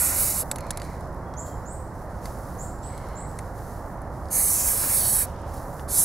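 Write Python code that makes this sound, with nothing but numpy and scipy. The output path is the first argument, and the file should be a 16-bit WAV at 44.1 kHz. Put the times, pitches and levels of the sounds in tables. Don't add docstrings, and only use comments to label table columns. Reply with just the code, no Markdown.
import sys
import numpy as np
from scipy import signal
from scipy.fft import rfft, irfft
from scipy.io import wavfile
from scipy.ndimage import uniform_filter1d, minimum_filter1d, map_coordinates

SR = 44100
rng = np.random.default_rng(int(sys.argv[2]) if len(sys.argv) > 2 else 0)


def voltage_ratio(decibels):
    exponent = np.asarray(decibels, float) / 20
    return 10 ** exponent


def unload_wav(signal):
    wavfile.write(
        sys.argv[1],
        SR,
        np.round(np.clip(np.atleast_2d(signal).T, -1, 1) * 32767).astype(np.int16),
    )


N = 266364
T = np.arange(N) / SR
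HZ = np.maximum(np.fft.rfftfreq(N, 1 / SR), 1)


def over_hz(table):
    hz, value = np.transpose(table)[:2]
    return np.interp(np.log(HZ), np.log(hz), value)


def over_time(table):
    s, *columns = np.transpose(table)
    return [np.interp(T, s, c) for c in columns]


def shape(x, gain):
    return irfft(rfft(x) * gain, N)


def split(x, edges_hz, soft):
    lows = [0] + [1 / (1 + (HZ / e) ** (1 / soft)) for e in edges_hz] + [1]
    spectrum = rfft(x)
    return [irfft(spectrum * (b - a), N) for a, b in zip(lows, lows[1:])]


def unit(x):
    return x / np.sqrt(np.mean(x ** 2))


def walk(rate):
    k = int(SR / rate)
    held = np.repeat(rng.standard_normal(N // k + 1), k)
    return 1.57 * uniform_filter1d(uniform_filter1d(held, k), k)[:N]


def ramp(start, end, rise, fall):
    return np.clip(np.minimum((T - start) / rise, (end - T) / fall), 0, 1)


def echoes(x, delays_ms, shares):
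    crisp = shape(x, 4 / (3 + np.cos(2 * np.pi * HZ / SR)))
    out = 0
    for ms, share in zip(delays_ms, shares):
        place = np.arange(N) - ms * SR / 1000
        out = out + share * map_coordinates(crisp, [place], order=2, prefilter=False)
    return out


# (frequency [Hz], level [dB])
PORT_LEVEL = [(60, -3.0), (110, -3.0), (200, -3.0), (380, -3.0), (700, -18), (1290, -2), (2380, -1),
              (4400, 1.5), (8120, -4), (15000, -3)]
# (frequency [Hz], phase [radians])
PORT_PHASE = [(0, 0), (1120, 0.5), (1890, 0.28), (7410, 0.35), (9650, 0.028), (11300, 0.061), (12000, 1.3),
              (12200, 0.78), (12800, 1.8), (13300, 1.5), (13500, 1.6), (14300, 0.3), (16400, 0.0)]
# (frequency [Hz], level [dB])
PORT_NOTCH = [(6000, 0), (9500, 1.5), (11800, -5.5), (13200, -0.5), (14500, 9), (16000, 14)]
# (frequency [Hz], likeness [0-1])
PORT_LIKENESS = [(1000, 1), (2500, 1), (9000, 1), (11500, 0.87), (13800, 0.74), (15800, .75)]


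def from_right(x, unlike=None):
    tilt_db = over_hz(PORT_LEVEL) + over_hz(PORT_NOTCH)
    tilt = voltage_ratio(tilt_db / 2) * np.exp(.5j * over_hz(PORT_PHASE))
    alike = over_hz(PORT_LIKENESS)
    mid = rfft(x) * np.sqrt((1 + alike) / 2)
    side = 0 if unlike is None else rfft(unlike) * np.sqrt((1 - alike) / 2)
    return np.array([irfft((mid + side) * tilt, N), irfft((mid - side) / tilt, N)])


# (opens [s], press takes [s], shut [s], jet level [dB])
PRESSES = [
    (-.2, .05, .439, -25),
    (4.297, 0.059, 5.264, -23),
    (5.873, 0.12, 6.3, -22.5),
]


def valve_flow():
    let_go, snap, snap_share = 0.036, 0.011, 0.094
    jet_gain = mist_gain = 0
    for opens, press, shut, db in PRESSES:
        eased = ramp(opens, shut, press, let_go)
        snapped = ramp(opens + .004, shut, snap, snap)
        valve = (1 - snap_share) * eased + snap_share * snapped
        dribble = (T > shut - let_go) * voltage_ratio(-42 - 60 * np.abs(T - shut) / 0.18)
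        jet_gain = jet_gain + voltage_ratio(db) * (valve ** 1.56 + dribble)
        mist_gain = mist_gain + voltage_ratio(db) * (valve ** 0.91 + 4 * dribble)
    return jet_gain, mist_gain


# (frequency [Hz], level per Hz [dB])
JET_COLOUR = [(600, -24), (1300, -4), (2200, -8.5), (2750, -17.5), (3200, -23), (3700, -24), (4300, -19),
              (5800, -14.5), (7300, -8), (8300, -3), (10500, 2), (12200, 0.5), (13300, -1), (16000, -2)]
# (time [s], landing on metal [0-1], turned to camera [0-1], hidden by the lid [0-1])
AIM = [(0, 1, 0, 0), (.05, 0.79, 0.4, 0), (.33, 0.71, 0.5, 0), (.4, 0.65, 0, 0.5), (4.35, 0.12, 0.2, 0),
       (4.4, 0.32, 0.4, 0.45), (4.65, 0.51, 0.8, 0.06), (4.79, 0.5, 0, 0.96), (4.85, 0.78, .85, 0.34),
       (5.0, 0.47, 0.5, 0.56), (5.12, 0.27, 0.1, 0.95), (5.165, 0.56, 0.2, 1), (5.23, 0.48, 0, 1),
       (5.9, 0.41, 0, 0), (6.04, 0.5, 0, 0.1)]
# (time [s], blowing into the pot [0-1], drumming on the lid [0-1])
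MIST = [(0, 0.3, .9), (.12, 0.8, 1), (.4, .1, 0.6), (4.35, 0.5, 0.9), (4.55, 0.35, .7), (4.72, 0.4, 0.1),
        (4.79, .3, .1), (4.83, 0.5, 0), (4.93, .8, 0), (4.98, 0, 0.1), (5.1, 0.1, 0.5), (5.25, 0.7, 0.5),
        (5.9, 0, 0), (6.04, 0, 0)]
# (time [s], lid echo [ms], share, pot echo [ms], share, board echo [ms], share)
HAND = [(0, .26, .22, .65, 0, 1.77, .15), (.07, .26, .15, .645, -.28, 1.6, 0),
        (.13, .26, .12, .65, -.1, 1.11, 0), (.18, .255, .14, .65, 0, 1.105, -.28),
        (.25, .25, .1, .66, -.1, 1.11, -.22), (.31, .255, .1, .65, -.22, 1.11, -.34),
        (.36, .26, .12, .63, -.15, 1.11, -.05), (.42, .27, .2, .6, 0, 1.02, -.15),
        (4.3, .455, .5, .95, .2, 1.43, .15), (4.4, .46, .5, .955, .22, 1.43, .15),
        (4.48, .485, .35, .965, .2, 1.44, -.15), (4.55, .51, .25, .97, .15, 1.44, 0),
        (4.6, .4, 0, .85, 0, 1.42, -.1), (4.68, .345, .2, .7, -.12, 1.43, -.18),
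        (4.76, .335, .2, .745, .15, 1.47, .1), (4.82, .35, 0, .75, .2, 1.49, .12),
        (4.89, .44, .1, .75, .22, 1.45, 0), (4.905, .45, .12, .66, -.1, 1.45, 0),
        (4.94, .465, .15, .67, -.33, 1.44, 0), (4.99, .475, .24, .69, -.3, 1.43, -.05),
        (5.03, .48, .26, .805, -.3, 1.435, -.28), (5.1, .49, .24, .81, -.24, 1.445, -.34),
        (5.17, .5, .18, .81, -.26, 1.445, -.22), (5.25, .5, .2, .82, -.05, 1.43, -.15),
        (5.9, .47, .25, .88, .15, 2.0, .15), (6.04, .57, .2, .75, .15, 2.0, .15)]
# (time [s], depth [0-1])
JET_NOTCH = [
    (0, 0.46),
    (.45, 0.97),
    (4.3, 0.1),
    (4.6, 0.26),
    (6.04, .2),
]


def spray():
    jet_gain, mist_gain = valve_flow()
    landing, turned, hidden = over_time(AIM)
    pot, lid = over_time(MIST)
    mist = mist_gain * voltage_ratio(-29.5 + 17.5 * landing)
    gains = (mist * voltage_ratio(-3.5 + 3 * pot),
             mist * voltage_ratio(-13.5 + 5.5 * lid),
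             mist_gain * voltage_ratio(-25 + 11 * landing),
             jet_gain * voltage_ratio(-9.5 - 10.5 * hidden),
             jet_gain,
             jet_gain * voltage_ratio(-15 + 12 * turned))
    paths = over_time(HAND)
    for ms in (1.22, 1.62, 1.85, 2.1, 2.45):
        paths += [ms + .08 * walk(4), .08 * walk(8)]
    flutter_db = .6 * walk(14) + .6 * walk(45)
    own_db = [1.53 * walk(12) for _ in gains]
    notch_depth, = over_time(JET_NOTCH)
    both = []
    for _ in range(2):
        jet = shape(rng.standard_normal(N), voltage_ratio(over_hz(JET_COLOUR)))
        jet = jet + 0.97 * echoes(jet, paths[::2], paths[1::2])
        jet = jet - notch_depth * shape(jet, np.exp(-((HZ - 3200) / 200) ** 2))
        bands = split(jet, (2360, 3096, 5600, 7380, 13130), soft=0.059)
        both.append(sum(unit(b) * g * voltage_ratio(flutter_db + o) for b, g, o in zip(bands, gains, own_db)))
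    return from_right(*both)


# (frequency [Hz], level per Hz [dB])
ROAD_COLOUR = [(11, -28), (18, -8), (70, -0.5), (161, -9), (201, -12), (229, -14), (273, -14.5), (371, -16),
               (462, -17.5), (527, -13), (892, -15.5), (1040, -17.5), (1920, -31.5), (2500, -50.5),
               (3400, -59), (4420, -82), (7480, -120)]


def road():
    mid, side = (shape(rng.standard_normal(N), voltage_ratio(over_hz(ROAD_COLOUR))) for _ in range(2))
    both = mid + shape(side, np.clip(0.073 + HZ / 9000, 0, 1)) * np.array([[1], [-1]])
    rumble, roar = split(both, (200,), soft=0.3)
    sides = np.array([[-1], [1]])
    rumble = unit(rumble) * voltage_ratio(-36.58 + 0.12 * walk(5.6) + 1.57 * sides)
    roar = unit(roar) * voltage_ratio(-38.45 + .5 * walk(5.4) + 1.2 * sides)
    return rumble + roar


def own_noise():
    return shape(rng.standard_normal((2, N)), voltage_ratio(-71) * HZ / 12000)


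# (time [s], lasts [s], rustle level [dB], low part level [dB], share from the right [0-1])
MOVEMENTS = [(.42, 0.09, -57, -71, 0), (0.58, 0.17, -79, -63.5, .3), (0.802, 0.036, -68, -64, 0.3),
             (0.846, 0.088, -62.5, -61.5, 0.8), (0.997, 0.048, -69, -67, 0.5), (1.377, .08, -64, -71, 0.4),
             (1.45, .05, -58.5, -64.5, 0.9), (1.55, .07, -66, -72, .4), (1.714, 0.12, -66, -78, .3),
             (1.932, 0.094, -65, -70.5, 0.8), (2.09, 0.16, -67.5, -69, 0.8), (2.229, 0.047, -55, -59, 0.8),
             (2.308, 0.33, -58, -65, 0.83), (2.814, 0.28, -65.5, -64.5, 0.36), (3.27, 0.2, -63, -67.5, 0.7),
             (3.551, 0.21, -58, -66, 0.7), (3.85, 0.067, -64, -79, 0.4), (4.118, 0.21, -67, -70.5, 0.7),
             (5.247, 0.036, -59, -62, 0.2), (5.33, .14, -85, -65.5, .3), (5.47, 0.055, -59.5, -66, 0.8),
             (5.526, 0.059, -54.5, -60.5, 1), (5.598, 0.17, -57, -68, 0.75), (5.764, .04, -58, -65, .5)]
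# (frequency [Hz], level per Hz [dB])
CLOTH_COLOUR = [(1500, -24), (2500, -13.5), (3300, -15.5), (4000, -9.5), (5500, -6), (7300, -6.5),
                (8200, -8), (10800, 2.5), (13000, 2.5), (16000, -4)]


def rustle():
    high, low = voltage_ratio(2 * -71), voltage_ratio(2 * -70)
    right = 0.25 * high
    rise = 0.039
    for s, lasts, db, low_db, share in MOVEMENTS:
        fall = 0.061 + 0.4 * lasts
        power = ramp(s - rise / 2, s + lasts + fall, rise, fall) ** 2
        high = high + voltage_ratio(2 * db) * power
        low = low + voltage_ratio(2 * low_db) * power
        right = right + share * voltage_ratio(2 * db) * power
    right = np.clip(right / high, 0, 1)
    grain = voltage_ratio(np.minimum(1.6 * rng.exponential(size=N // 40 + 1), 6)).repeat(40)[:N]
    gains = (np.sqrt(low), voltage_ratio(1.5) * np.sqrt(np.sqrt(low * high)), np.sqrt(high))
    layers = []
    for _ in range(4):
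        hiss = shape(rng.standard_normal(N) * grain, voltage_ratio(over_hz(CLOTH_COLOUR)))
        bands = split(hiss, (5800, 9500), soft=0.076)
        layers.append(sum(unit(b) * g * voltage_ratio(0.2 * walk(20)) for b, g in zip(bands, gains)))
    ahead = layers[0] + 0.76 * layers[1] * np.array([[1], [-1]])
    return ahead * np.sqrt(1 - right) + from_right(layers[2], layers[3]) * np.sqrt(right)


def knocks(events, modes, mid_db, crack_t60, ring_db, lead_db, tail_db, tail_t60):
    size, before = 4096, 64
    out, t = np.zeros(N + size), np.arange(size) / SR
    bins = np.log(np.fft.rfftfreq(size, 1 / SR) + 1)
    colour_hz = np.log([700, 1600, 2700, 3200, 3700, 5000, 6000, 9000, 10200, 13000, 16000])
    hz, db, t60 = np.array(modes, float).T[:, :, None]
    strongest_db = max(e[1] for e in events)
    for s, peak_db, low_db, top_db, lead_hz in events:
        chance = rng.standard_normal((2, len(modes), 1))
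        fade = voltage_ratio(db + 1.2 * chance[0] - 60 * t / np.minimum(t60, .03))
        rings = fade * np.sin(2 * np.pi * hz * (1 + 0.0047 * chance[1]) * t)
        lead = voltage_ratio(lead_db - 60 * t / (0.92 * crack_t60)) * np.sin(2 * np.pi * lead_hz * t)
        ring = voltage_ratio(ring_db) * rings.sum(0) + lead
        decay = voltage_ratio(-60 * t / crack_t60) + voltage_ratio(-11.0 - 60 * t / 0.0028) + voltage_ratio(tail_db - 60 * t / tail_t60)
        crack = rng.standard_normal(size) * decay
        blow = 0.56 * crack + voltage_ratio(0.2 * (peak_db - strongest_db)) * ring
        blow = blow * np.minimum(t / 0.00059, 1)
        blow = 2.01 * blow / np.abs(blow).max()
        colour_db = np.interp(bins, colour_hz, [
            low_db - 7, low_db + 6.5, low_db - 1.5, mid_db + 4.0, mid_db + 9.5, mid_db + 6.5,
            0, 0, top_db, top_db, top_db - 17])
        i = int((s + .0006) * SR) - before
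        out[i:i + size] += voltage_ratio(peak_db) * irfft(rfft(np.roll(blow, before)) * voltage_ratio(colour_db), size)
    return out[:N]


# (time [s], peak level [dB], low part [dB], top part [dB], clearest ring [Hz])
RATTLE = [(0.5128, -16.5, -1, -2, 7850), (0.558, -28, 2, -3, 10900), (0.5834, -32.5, 7, 0, 6360),
          (0.6059, -37.5, 3, 0, 4200), (0.638, -50, -10, -2, 8200), (0.6657, -41, -6, 0, 4100),
          (0.684, -50, -6, 0, 4200), (0.696, -52, -10, -3, 8500), (0.7054, -18, -4, -5, 10320),
          (0.7316, -48, -9, -12, 4140), (0.7595, -52, 9, 4, 3870), (0.772, -23, -3, -2.5, 10280),
          (0.7977, -35, 7, -5, 4680), (0.817, -31, 4, -5, 4540), (0.830, -41, -4, -4, 8600),
          (0.840, -43, -8, -3, 9400), (0.8478, -41, -6, -2, 9200), (1.007, -44.5, -12, 1, 9890),
          (1.1267, -53, -10, -2, 9600), (1.1432, -54, -2, 8, 5030)]
# (frequency [Hz], level [dB], 60 dB decay [s])
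CAN_MODES = [(2094, -30, 5.0), (3850, 7, 0.0039), (4700, -7, 0.034), (6870, -6, 0.025), (7440, -3, 0.018),
             (8330, -1, 0.019), (9700, -17, 0.037), (10150, -1, 0.02), (11000, 5, 0.017),
             (11500, -6, 0.023), (13900, -25, 0.04), (14400, -16, 0.021)]


def rattle():
    blows = knocks(RATTLE, CAN_MODES, mid_db=-9.0, crack_t60=0.024, ring_db=-8.5, lead_db=-3,
                   tail_db=-22, tail_t60=0.031)
    return from_right(blows)


# (start [s], end [s], first pitch [Hz], width [Hz], level [dB])
FAINT = [
    (0.556, 0.949, 4300, 505, -64.5),
    (0.593, 0.99, 2143, 900, -55.5),
    (1.25, 1.602, 3340, 120.3, -74),
    (2.835, 3.301, 4300, 996, -67),
    (2.836, 3.25, 3090, 1400, -69),
    (2.898, 3.301, 2150, 451, -60.5),
    (5.256, 5.543, 2950, 2700, -65),
    (5.8, 5.88, 3520, 99.4, -77),
]


def faint_calls():
    out = 0
    for start, end, first_hz, width_hz, db in FAINT:
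        last_hz = first_hz * (1 - 0.043)
        hz, level_db = over_time([(start - .02, first_hz, -110), (start, first_hz, db),
                                  (end - .05, last_hz, db - 1.5), (end + .2, last_hz, -110)])
        tone = np.sqrt(2) * np.sin(2 * np.pi * np.cumsum(hz) / SR)
        out = out + voltage_ratio(level_db) * walk(width_hz) * tone
    return out


# (time [s], peak level [dB], low part [dB], top part [dB], clearest ring [Hz])
TICKS = [(1.338, -41.5, 2, -25, 5600), (1.463, -45, -10, 3, 9000), (2.2557, -31.5, 0.5, -5, 4610),
         (2.788, -49, -20, 2, 5530), (2.977, -35, -26, 0, 9470), (3.390, -38.5, 8, -14, 2050),
         (3.473, -58, 5, 2, 11000), (3.588, -47, -12, -4, 5000), (3.766, -53, -12, 0, 10000),
         (4.255, -45, -12, -6, 5070), (4.285, -44, -14, -4, 5000), (5.795, -39.5, 5, -10, 2900)]
# (time [s], peak level [dB], low part [dB], top part [dB], clearest ring [Hz])
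SNAPS = [
    (1.54, -50, -12, 0, 10300),
    (1.59, -54, -14, -4, 9500),
    (1.733, -52, -16, 4, 12000),
    (3.086, -46, -16, 2, 10000),
    (3.3876, -27.5, -30, -5, 8900),
    (4.017, -46, -18, 2, 9700),
    (5.415, -47, -22, -3, 9000),
    (5.54, -42, -16, 4, 10500),
]
# (frequency [Hz], level [dB], 60 dB decay [s])
PART_MODES = [(2050, 1, 0.05), (3280, -16, .012), (4270, 8, 0.0097), (5600, 0, 0.0068), (6300, 6, 0.013),
              (7000, -20, 0.013), (8550, 0.5, 0.0073), (9700, 9.5, 0.022), (10900, 15, 0.0084),
              (13100, -9, 0.0031), (14200, 11, .007), (14900, -11, 0.0068)]


def handled_parts():
    ticks = knocks(TICKS, PART_MODES, mid_db=-6, crack_t60=0.007, ring_db=-17, lead_db=3.5,
                   tail_db=-8, tail_t60=0.07)
    snaps = knocks(SNAPS, PART_MODES, mid_db=-19, crack_t60=0.013, ring_db=-14, lead_db=0.5,
                   tail_db=-11, tail_t60=0.062)
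    return ticks + snaps


# (time [s], glide [s], first pitch [Hz], knee pitch [Hz], top pitch [Hz], level [dB])
BIRD = [
    (1.367, 0.029, 5870, 7400, 7910, -44.5),
    (1.653, 0.068, 6160, 8270, 9150, -52),
    (2.583, 0.037, 6050, 7620, 8960, -47),
    (2.825, 0.034, 7150, 8000, 9200, -50),
    (3.153, 0.048, 6600, 7990, 9250, -50),
]


def bird():
    flick, flick_db = 0.0217, -12.5
    voice = 0
    for s, glide, first_hz, knee_hz, top_hz, db in BIRD:
        knee = s + glide
        hz = first_hz + (knee_hz - first_hz) * np.clip((T - s) / glide, 0, 1) ** 0.58
        hz = hz + (top_hz - knee_hz) * np.sin(np.pi / 2 * np.clip((T - knee) / flick, 0, 1))
        level_db, = over_time([(s - .003, -70), (s, -12.5), (s + 0.013, -2), (knee, 0),
                               (knee + 0.81 * flick, flick_db), (knee + flick, flick_db),
                               (knee + flick + .003, -70)])
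        voice = voice + np.sqrt(2) * voltage_ratio(db + level_db) * np.sin(2 * np.pi * np.cumsum(hz) / SR)
    t = T[:SR // 2]
    fade = voltage_ratio(-60 * t / 0.48) * np.minimum(t / 0.0044, 1)
    trees = rng.standard_normal((3, len(t))) * fade / np.sqrt(np.sum(fade ** 2))
    common, left, right = (signal.fftconvolve(voice, r)[:N] for r in trees)
    blur = common + .5 * np.array([left, right])
    direct = voice * voltage_ratio(np.array([[-7], [7]]))
    return direct + voltage_ratio(7) * blur


def scene():
    near = spray() + rustle() + rattle() + handled_parts()
    far = road() + faint_calls() + bird()
    return near + far + own_noise()


def starve(x):
    how = dict(fs=SR, window="cosine", nperseg=2048, noverlap=1024)
    hz, _, z = signal.stft(x, **how)
    power = (np.abs(z[:, :1024]) ** 2).mean(0).reshape(128, 8, -1).mean(1)
    power = uniform_filter1d(power, size=2, axis=1)
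    khz = hz[:1024].reshape(128, 8).mean(1)[:, None] / 1000
    treble = power[(khz[:, 0] > 8) & (khz[:, 0] < 12.5)].mean(0)
    limit_db = -27.5 + 2.3 * np.clip(khz - 3.2, 0, 2.6)
    weak = power < treble * voltage_ratio(2 * limit_db)
    weak &= power == minimum_filter1d(power, size=3, axis=0)
    weak &= (khz > 2.3) & (khz < 6)
    z[:, :1024] *= ~weak.repeat(8, 0)
    return signal.istft(z, **how)[1][:, :N]


def roll_off(x):
    return signal.sosfilt(signal.butter(12, 16300, fs=SR, output="sos"), x)


def record(dry):
    top_cut = signal.ellip(12, .2, 60, 15720, fs=SR, output="sos")
    mix = signal.sosfilt(top_cut, starve(dry))
    return roll_off(mix)


dry = scene()
out = record(dry)
unload_wav(out)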